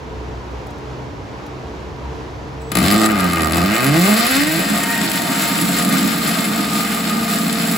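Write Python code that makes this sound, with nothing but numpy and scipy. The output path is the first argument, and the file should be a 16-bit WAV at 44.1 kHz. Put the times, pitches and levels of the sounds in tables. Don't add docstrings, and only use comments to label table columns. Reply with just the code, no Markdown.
import sys
import numpy as np
from scipy import signal
from scipy.fft import rfft, irfft, next_fast_len
from scipy.io import wavfile
from scipy.ndimage import uniform_filter1d

SR = 44100
rng = np.random.default_rng(int(sys.argv[2]) if len(sys.argv) > 2 else 0)


def materialize(psi):
    bounded = np.clip(np.atleast_2d(psi).T, -1, 1)
    quanta = np.round(bounded * 32767).astype(np.int16)
    wavfile.write(sys.argv[1], SR, quanta)


def boost_factor(decibels):
    exponent = np.asarray(decibels, float) / 20
    return 10 ** exponent


N = 342657
SIZE = next_fast_len(N + SR)
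HZ = np.fft.rfftfreq(SIZE, 1 / SR) + 1e-3
T = np.arange(N) / SR


def on_hz(table):
    f, v = np.transpose(table)
    return np.interp(np.log(HZ), np.log(np.maximum(f, 1)), v)


def modes(table, signs=1):
    signs = np.broadcast_to(signs, len(table))
    total = 0
    for sign, (f, width, db) in zip(signs, table):
        damping = 1j * width * HZ
        total = total + sign * boost_factor(db) * damping / (f * f - HZ ** 2 + damping)
    return total


def band(lo_hz, hi_hz, order=2):
    high_pass = 1j * HZ / lo_hz / (1 + 1j * HZ / lo_hz)
    return (high_pass / (1 + 1j * HZ / hi_hz)) ** order


def causal(gain):
    c = irfft(np.log(gain + 1e-9), SIZE)
    c[1:SIZE // 2] *= 2
    c[SIZE // 2 + 1:] = 0
    return np.exp(rfft(c))


def unit(x):
    return x / np.sqrt(np.mean(np.abs(x) ** 2))


def clicks(times, sizes):
    at = times * SR
    i, part = at.astype(int), at % 1
    early = np.bincount(i, sizes * (1 - part), N + 2)
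    late = np.bincount(i + 1, sizes * part, N + 2)
    return (early + late)[:N]


def walk(rate):
    k = int(SR / rate)
    steps = np.repeat(rng.standard_normal(N // k + 1), k)
    return unit(uniform_filter1d(uniform_filter1d(steps, k), k)[:N])


# frequency_hz, lead_rad
PORT_LEAD = [(250, 0), (520, -.5), (780, -.3), (1810, -.2), (2840, .4), (7240, -.1), (8700, -3.0),
             (9560, -3.4), (10400, -6.0), (11600, -6.6), (13000, -9.3), (13700, -9.6), (15100, -12.6)]


def ports(alike, unlike, share, lean_db):
    turn = np.exp(.5j * on_hz(PORT_LEAD)) * boost_factor(lean_db / 2)
    a, b = np.sqrt(1 - share ** 2) * alike, share * unlike
    return np.array([irfft((a + b) * turn, SIZE)[:N], irfft((a - b) / turn, SIZE)[:N]])


# frequency_hz, level_db
IDLE_COLOUR = [(15, -51), (25, -14), (60, -9), (138, -8), (167, -12.5), (304, -11.5), (409, -14.5),
               (444, -13), (552, -16.5), (949, -16.5), (1280, -22), (6010, -38), (9030, -49.5),
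               (15100, -56.5), (16400, -70)]
# frequency_hz, width_hz, level_db (not used)
IDLE_MODES = [(73, 360, 0), (417, 2.7, -4), (944, 26, -11)]
# frequency_hz, share (0-1)
IDLE_UNLIKE = [(60, 0.14), (130, 0.32), (290, 0.44), (640, 0.45), (1400, 0.71), (4400, 0.48), (8000, 0.44),
               (15000, 0)]
# frequency_hz, level_db
IDLE_TONES = [(64.6, -41), (129.2, -44), (296.1, -48), (371.4, -51.5), (441.4, -47)]


def engine():
    resonance = np.abs(modes([(f, w, 0) for f, w, _ in IDLE_MODES]))
    colour = boost_factor(on_hz(IDLE_COLOUR)) * (1 + 0.78 * resonance)
    throb = boost_factor(2.6 * walk(9.1))
    low = np.abs(band(53.0, 175.0))
    pair = []
    for _ in range(2):
        throbbing = rfft(rng.standard_normal(N) * throb, SIZE)
        steady = rfft(rng.standard_normal(N), SIZE)
        pair.append((throbbing * low + steady * (1 - low)) * colour)
    noise = ports(pair[0], pair[1], np.clip(on_hz(IDLE_UNLIKE), 0, .95), -0.83)
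    drift = np.cumsum(1 + 0.0152 * walk(3)) / SR
    tones = 0
    for hz, db in IDLE_TONES:
        tones = tones + boost_factor(db + 5.5 + 3.75 * walk(12)) * np.sin(2 * np.pi * hz * drift)
    idle_db = -30.5
    return unit(noise) * boost_factor(idle_db + 0.5 * walk(9.1)) + tones


# frequency_hz, level_db
SWITCH = [
    (7815, -52),
    (15630, -69),
]
# start_s, peak_db, pitch_hz
TICKS = [(0.5122, -60, 5390), (0.6679, -51, 7400), (0.7053, -53, 5990), (0.7836, -59, 5380),
         (1.4636, -53, 6460), (2.6174, -52, 7820)]


def trigger():
    switch_on_s, decay_s = 2.606, 0.049
    out = sum(boost_factor(db) * np.sin(2 * np.pi * hz * T) for hz, db in SWITCH) * (T > switch_on_s)
    for start_s, db, hz in TICKS:
        age = np.maximum(T - start_s, 0)
        burst = rng.standard_normal(N) * (T > start_s) * boost_factor(-60 * age / decay_s)
        plastic = modes([(hz, 6000, 0)])
        out = out + boost_factor(db + 11.5) * irfft(rfft(burst, SIZE) * plastic, SIZE)[:N]
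    return out


# time_s, tooth_rate_hz
RUN_UP = [(2.852, 98), (2.93, 102), (2.965, 108.5), (3.04, 109.5), (3.11, 107.5), (3.2, 92), (3.452, 77.3),
          (3.6, 85.6), (3.76, 115), (3.918, 149), (4.082, 205.1), (4.24, 237.5), (4.488, 311.8),
          (4.585, 332)]
# time_s, tooth_rate_hz
FULL = [(4.635, 405), (4.74, 448), (4.89, 461), (5.5, 460), (5.95, 455), (7.77, 455)]
CUT_START_S = RUN_UP[0][0]


def tooth_rate():
    return np.interp(T, *np.transpose(RUN_UP + FULL))


# time_s, share of seating (1 = full)
SEATED = [(4.5, .3), (5.45, .3), (5.66, .5), (5.8, .9), (6.5, .8), (7.3, 1.1), (7.77, 1.1)]


def seating(at_s, before=None):
    return np.interp(at_s, *np.transpose(SEATED), left=before)


HUM_EIGHTHS = [3, 3.62, 4, 5, 8, 12, 14]
HUM_DB = [-32.5, -30, -31.5, -49, -37, -40.5, -44]
# multiple of tooth rate, level_db
WHINE = [
    (1, -46.5),
    (2, -39),
]


def partials(table, turns):
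    flutter_db = 2.2
    total = 0
    for multiple, db in table:
        level = boost_factor(db + 3.5 + flutter_db * walk(16))
        total = total + level * np.sin(2 * np.pi * multiple * turns)
    return total


def hum():
    speed = tooth_rate()
    turns = np.cumsum(speed) / SR
    seated = seating(T, before=0) ** 2
    skip_s, skip_span_s, skip_db = 4.6, 0.11, -26.5
    skip = np.exp(-((T - skip_s) / skip_span_s) ** 2) * partials([(.5, skip_db)], turns)
    locked = seated * partials(zip(np.divide(HUM_EIGHTHS, 8), HUM_DB), turns)
    gears = np.clip((speed - 440) / 20, 0, 1) * (1.4 - seated) * partials(WHINE, turns)
    return skip + locked + gears


# time_s, feed_db, sharpness_db
FEED = [(2.85, -23, -2), (2.95, -22, -8.5), (3.065, -24.5, -8.5), (3.1, -21.5, -6.5), (3.3, -20, -6.5),
        (3.5, -19.5, -8), (3.65, -18.5, -7.5), (3.899, -15, -7.5), (4.1, -17, -3.5), (4.4, -17.5, -1.5),
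        (4.55, -20, -5), (4.9, -21.5, -3), (5.5, -22.5, -2), (6.1, -24, 0.2), (6.5, -26, 0.5),
        (7.3, -25.5, 0), (7.77, -27.5, 3)]
# time_s, length_s, boom_db, ring_db
SNAGS = [(2.955, 0.32, 7, 14.5), (3.028, 0.076, 1.5, 11), (3.463, 0.04, -3, 4), (3.765, 0.042, -13, 2),
         (4.05, 0.055, -6, 1), (4.083, 0.028, 2, 7), (4.268, 0.034, -22, 4), (4.4, 0.066, 4, -0.5),
         (4.56, 0.056, -3, 1), (4.16, 0.033, -13, 0), (5.034, 0.041, 3.5, 4.5), (5.12, .03, -2, -9),
         (4.663, 0.28, -2, -1.5), (5.618, 0.16, 3, -0.5), (4.6, 0.067, -1, 3), (5, 0.13, 1.5, -3),
         (12, .15, 2, 0), (4.1, .15, -2, 3), (6, 1, 4.5, -0.3), (6.194, 0.093, -5, -3),
         (6.283, 0.064, 2.5, 4.5), (6.331, 0.027, -8, -2.5), (6.726, 0.042, 5.5, 1.5),
         (7.264, 0.029, -17, -6), (7.74, 0.15, 4.5, 3)]
# level_db over feed, share of sharpness, full_speed_db, wobble_db,
# share of snag
PARTS = [
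    (3.5, 0.05, -5, 1.5, 1),
    (-2, 0.02, 0.5, 1, 0.61),
    (-0.5, 0.38, -1.5, 2.5, 0.17),
    (2, 1.13, -2, -0.3, 0.089),
    (-3, 0.91, 3.5, 1.5, 0.58),
]


def effort(speed, turns):
    s, feed_db, sharp_db = np.transpose(FEED)
    feed, sharp = np.interp(T, s, feed_db), np.interp(T, s, sharp_db)
    fast = np.clip((speed - 318) / 50, 0, 1)
    wobble_teeth, first_peak_tooth = 15, 8.05
    wobble = np.cos(2 * np.pi * (turns - first_peak_tooth) / wobble_teeth) * (1 - fast)
    snag = 0
    for at, span, low_db, high_db in SNAGS:
        snag = snag + np.exp(-(2 * (T - at) / span) ** 2) * np.array([[low_db], [high_db]])
    levels = []
    for k, (db, share, fast_db, wobble_db, part) in enumerate(PARTS):
        level = feed + db + share * sharp + fast_db * fast + wobble_db * wobble
        shake = 1.0 * walk(12)
        levels.append(level + part * snag[min(k, 1)] + shake)
    return levels


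def smear(longest_s):
    out = -1
    for lag in longest_s * rng.uniform(0.1997, 1, 3):
        z = np.exp(-2j * np.pi * HZ * lag)
        out = out * (z - .78) / (1 - .78 * z)
    return out


# frequency_hz, share (0-1)
STEEL_UNLIKE = [(60, .07), (150, .1), (300, .34), (700, .52), (1400, .48), (3100, .45), (5000, .47),
                (7000, .25), (15000, .33)]
# frequency_hz, lean_db
PORT_LEAN = [(60, 2.5), (110, -5), (200, 0), (380, -3.5), (700, -0.5), (1290, 0), (2380, 2.5), (4400, 2),
             (8120, 0.5), (15000, -0.5)]


def steel(forces, named, colour, smear_s, crack):
    flips = (-1) ** np.arange(len(named))
    ring = modes(named, flips)
    spectra = []
    for bites, rub in forces:
        wash = colour * smear(smear_s)
        struck = rfft(bites, SIZE) * (ring + crack * wash)
        rubbed = rfft(rub, SIZE) * (.5 * ring + wash)
        spectra.append(struck + rubbed)
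    return ports(*spectra, on_hz(STEEL_UNLIKE), on_hz(PORT_LEAN))


# frequency_hz, level_db
STEEL = [(35, -88), (60, -83.5), (199, 13.5), (411, 3.5), (914, -8), (1000, -12), (1210, -8), (2900, -25),
         (4200, -28.5), (5400, -37.5), (6200, -41.5), (7740, -34), (9120, -41), (11300, -42.5),
         (15300, -41.5), (16400, -83)]


def sheet():
    return causal(boost_factor(on_hz(STEEL)))


# frequency_hz, width_hz, level_db
BOOM = [(79.7, 9.3, 2.5), (139.7, 7.3, 6.5), (177, 18.7, 8.5), (219.6, 25.2, 12.5), (222.8, 13.7, 10.5),
        (263.8, 15, 4.5), (329.7, 10.9, 5)]
# frequency_hz, width_hz, level_db
DRONE = [(142, 16, -7), (176.4, 11.5, 3.5), (212.4, 21, 7), (219.2, 14.7, 6.5), (272.4, 14.7, 1.5),
         (325, 12.7, -3)]
# frequency_hz, width_hz, level_db
CLANG = [(404, 30, -4), (490, 17, -9), (530, 49, -7.5), (804, 47, -6), (632, 19, 4.5), (713, 15.6, 7),
         (927, 16, -6.5), (1105, 28, -6), (1216, 22, -12), (1320, 13, -14)]
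# frequency_hz, width_hz, level_db
BELLS = [
    [(1237, 42.2, 2), (1248, 20, -0.5)],
    [(1867, 25.5, 3), (1833, 8.8, 0)],
]
# frequency_hz, width_hz, level_db
GRATE = [
    [(1389, 25, -1), (1512, 25, 0), (1590, 22, 0), (1667, 35, 3), (1990, 25, -2), (2123, 22, 6.5),
     (2310, 25, 0), (2448, 30, 2.5), (2585, 30, 2), (2726, 30, -1), (2865, 30, -2), (2995, 32, 0)],
    [(3110, 30, 0), (3170, 25, -1), (3525, 35, 7), (3720, 40, -2), (3930, 35, 6), (4240, 45, 2),
     (4420, 60, -1), (4560, 40, -9), (4860, 28, 9), (4990, 30, 2), (5160, 40, 1), (5320, 40, 1),
     (5490, 45, 0)],
]
# frequency_hz, width_hz, level_db
CUP = [
    [(7600, 200, -3), (7820, 60, 0), (8050, 80, -2)],
    [(11000, 48, 3), (11600, 60, -5), (12400, 500, -11)],
    [(14430, 60, 1), (14620, 70, 0), (15600, 160, -10)],
]
# time_s, low_bell_db, high_bell_db,
# rasp_db
BEARING = [(2.84, -3, 0, 0), (2.87, -1.5, -1, 8.5), (3.062, -2, 7, 10), (3.075, 0, -7, -2.5),
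           (3.3, 1, 0, -1), (3.45, 0, 4, -1.5), (3.6, -2, 1, 0), (3.72, -1, -2, -0.5), (3.9, -7, 0.5, -1),
           (4.15, -3, -2.5, -1), (4.45, -11, 2, -2), (4.8, -3, 6, 1.5), (5.0, -11, 8, -2.5),
           (5.3, -3.5, 2.5, 0.5), (5.6, -2, 2.5, -1.5), (6.3, 0, 0, -1.5), (6.9, 0.5, -4, -1.5),
           (7.77, -0.5, -0.5, -2.5)]


def struck_parts(speed, turns):
    boom, clang, grate, rasp, ring = effort(speed, turns)
    bearing_s, *bearing_db = np.transpose(BEARING)
    low_bell, high_bell, edge = (np.interp(T, bearing_s, db) for db in bearing_db)
    return [(boom, BOOM, 60., 320., -15, .005, 1, .15, .8, .02, -2),
            (boom, DRONE, 130., 400., -22, .005, 0, .03, .6, .4, -6),
            (clang, CLANG, 350., 1500., -10, .004, 1, .12, 1.7, .7, -1),
            (clang + low_bell, BELLS[0], 1000., 1500., -25, .004, 1, .3, 1.6, .6, -3.5),
            (grate + high_bell, BELLS[1], 1500., 2200., -25, .002, 1, .8, 2.5, .6, -9),
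            (grate, GRATE[0], 1400., 3800., -10, .002, 1, .7, 3.0, .6, -4),
            (rasp + edge, GRATE[1], 3200., 6500., -5, .0005, 1, .45, 3.2, .8, -2),
            (ring, CUP[0], 6500., 9000., -7, .001, 1, .55, 4.5, .5, -6),
            (ring, CUP[1], 9000., 13000., -7, .001, 1, .55, 5.5, .5, -3.5),
            (ring, CUP[2], 13000., 17000., -7, .001, 1, .55, 6.5, .5, -5)]


def chip_rub(first_s, speed, turns):
    onset = np.interp(T, [first_s[0], first_s[1], CUT_START_S], [.2, .4, .7], left=0)
    fade_db = np.interp(speed, [300, 450], [7, 2.5]) * (turns % 1)
    return onset * boost_factor(-fade_db + 1.5 * walk(25))


# start_s, peak_db, boom_db, ring_db
FIRST = [(2.7177, -11, -25, -6), (2.7531, -5, -18, -1), (2.7704, -3, -14, 0), (2.7864, -7, -14, -4),
         (2.8024, -9, -16, -13), (2.8164, -9, -15, -14), (2.8274, -9, -18, -8), (2.8394, -6, -12, -8)]
# start_s, peak_db, low_ring_db, high_ring_db
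PINGS = [(2.861, -21, -16, -8), (2.881, -17, -10, -18), (2.922, -14, -13, -12), (3.015, -18, -10, -16),
         (3.041, -20, -10, -15), (3.059, -11, -14, -16), (3.191, -28, -18, -8), (3.2046, -24, -20, -6),
         (3.3204, -27, -11, -7), (3.3824, -21, -29, -15), (3.4455, -22, -10, -19), (3.5357, -26, -19, -17),
         (3.5578, -22, -13, -20), (3.583, -23, -21, -17), (3.617, -28, -19, -10), (3.7394, -23, -16, -10),
         (3.7646, -17, -16, -13), (4.0382, -28, -12, -14), (4.139, -17, -12, -17), (4.3819, -18, -23, -18),
         (4.436, -22, -9, -12), (4.4965, -24, -14, -11), (4.6992, -17.5, -18, -11.5),
         (4.7763, -18, -15, -12.5), (4.836, -15, -24, -15), (4.9771, -19, -23, -13.5),
         (5.0145, -12, -16, -19), (5.048, -24, -14, -14), (5.1161, -16.5, -28, -9.5),
         (5.1572, -19, -26, -11), (5.189, -22, -30, -12), (5.2195, -18, -31, -10.5),
         (5.3958, -20, -16, -8.5), (5.787, -17, -10, -13), (5.8248, -17, -17, -12), (5.8485, -17, -19, -10),
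         (5.89, -25, -17, -5), (5.9253, -15, -16, -15), (5.9825, -17, -12, -14), (6.0303, -16, -14, -23),
         (6.2752, -20, -13, -9), (6.4073, -25, -8, -21), (6.4423, -22, -11, -11), (6.7326, -24.5, -7, -11),
         (6.876, -27, -10, -14), (7.097, -14, -20, -14.5), (7.3856, -21, -9.5, -25), (7.527, -17, -14, -14)]
PING_REACH = [-60, -60, -60, -60, -30, -30, -7, 18, 14.5, 0]
TOOTH_SET = [.9, -.7, .5, -.9, .2, -.6, .8, -.3]


def saw():
    speed = tooth_rate()
    cutting = T > CUT_START_S
    turns = np.cumsum(speed * cutting) / SR
    layers = struck_parts(speed, turns)
    first_s, first_db, boom_db, ring_db = np.transpose(FIRST)
    ping_s, ping_db, ping_low, ping_high = np.transpose(PINGS)

    count = np.arange(int(turns[-1]))
    chance = rng.standard_normal((32, len(count)))
    timing, common = chance[:2]
    own_grab, own_skip, own_far = chance[2:12], chance[12:22], chance[22:32]
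    wander = np.interp(np.interp(count, turns, speed), [310, 400], [.024, .085])
    t = np.interp(count + wander * timing, turns, T, left=CUT_START_S)
    hz = np.interp(t, T, speed)
    chatter = np.clip((hz - 330) / 40, 0, 1)
    unevenness = np.clip((hz - 305) / 40, 0, 1)
    tooth = seating(t) * np.take(TOOTH_SET, count % 8)
    rub = chip_rub(first_s, speed, turns)
    panel = sheet()

    # share of tooth set, rub_db, first_bites_db, sense of the push, broad crack in a bite
    contact = [(0.041, -27.5, -3.5, 0.79, 0.4), (0.85, -35, -52, 0.98, 1.3),
               (1.0, -17.5, -10.0, -0.7, 2.2), (1.0, -13, -9, -1.19, 0.99),
               (0.22, -13.0, -15, -0.77, 1.5), (0.47, -13.5, -11.0, -1.066, 0.8),
               (.4, -15.5, -16, -1, 1.9), (.3, -24, -14, -1, .35),
               (.3, -24, -8, -1, .5), (.3, -24, -11, -1, .5)]
    out = 0
    for k, layer in enumerate(layers):
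        db, named, lo, hi, dense_db, smear_s, slow, fast, scatter_db, skip, trim_db = layer
        set_share, rub_db, start_db, sense, crack = contact[k]
        grab = boost_factor(scatter_db * np.minimum(common * .3 + own_grab[k] * .9, 2.7))
        uneven = set_share * tooth + skip * np.diff(own_skip[k], prepend=0)
        bite = grab * (slow + (fast - slow) * chatter) + unevenness * uneven
        size = boost_factor(np.interp(t, T, db)) * bite / np.sqrt(hz / 200)

        first_own = boom_db if k < 2 else first_db if k < 7 else ring_db
        start = boost_factor(first_own - first_own.max() + start_db)
        ping_ring = ping_low if k < 8 else ping_high
        hard = boost_factor(ping_db + ping_ring + PING_REACH[k])

        level = boost_factor(db)
        times = np.r_[first_s, ping_s, t]
        forces = []
        for far in (1, own_far[k]):
            bites = clicks(times, np.r_[start, hard, size * far])
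            rubbing = rub * rng.standard_normal(N) * level * boost_factor(rub_db)
            forces.append((bites, rubbing))

        colour = panel * band(lo, hi, order=3)
        dense = boost_factor(dense_db) * colour / np.abs(colour).max()
        sound = steel(forces, named, dense, smear_s, crack)
        balance = np.sqrt(np.mean(level[cutting] ** 2) / np.mean(sound[:, cutting] ** 2))
        out = out + sense * boost_factor(trim_db) * sound * balance
    return out


def scene():
    duck_db = np.interp(T, [2.72, 2.95, 4.1, 5.6], [0, -6, -8, -11.5])
    return saw() + hum() + (engine() + trigger()) * boost_factor(duck_db)


def top_cut(x):
    return signal.sosfilt(signal.butter(12, 16690, fs=SR, output="sos"), x)


# start_s, end_s
WHOLE = [(2.715, 2.86), (3.19, 3.225), (3.26, 3.29), (3.35, 3.38), (3.42, 3.45), (3.51, 3.58), (5.38, 5.41)]
# low_hz, high_hz
MISSING = [(8950, 9350), (13250, 13750)]
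# low_hz, high_hz, share of time lost
RIMS = [(8650, 8950, .45), (9350, 9700, .55), (12900, 13250, .15)]


def record(dry):
    cut = signal.sosfilt(signal.butter(5, 50, "high", fs=SR, output="sos"), dry)
    left, right = np.tanh(cut)
    top_hz = 15950

    def part(v, keep):
        return irfft(rfft(v, SIZE) * keep * (HZ < top_hz), SIZE)[:N] / 2

    mid, side = part(left + right, 0.98), part(left - right, 1)
    lost = 1 - sum((T > a) * (T < b) * 1. for a, b in WHOLE)
    for lo, hi, share in [(*b, 1) for b in MISSING] + RIMS:
        frames = np.repeat(rng.random(N // 2048 + 1) < share, 2048)[:N]
        missing_part = part(left + right, (HZ > lo) & (HZ <= hi))
        mid = mid - missing_part * uniform_filter1d(lost * frames, size=400)
    return top_cut(np.array([mid + side, mid - side]))


dry = scene()
out = record(dry)
materialize(out)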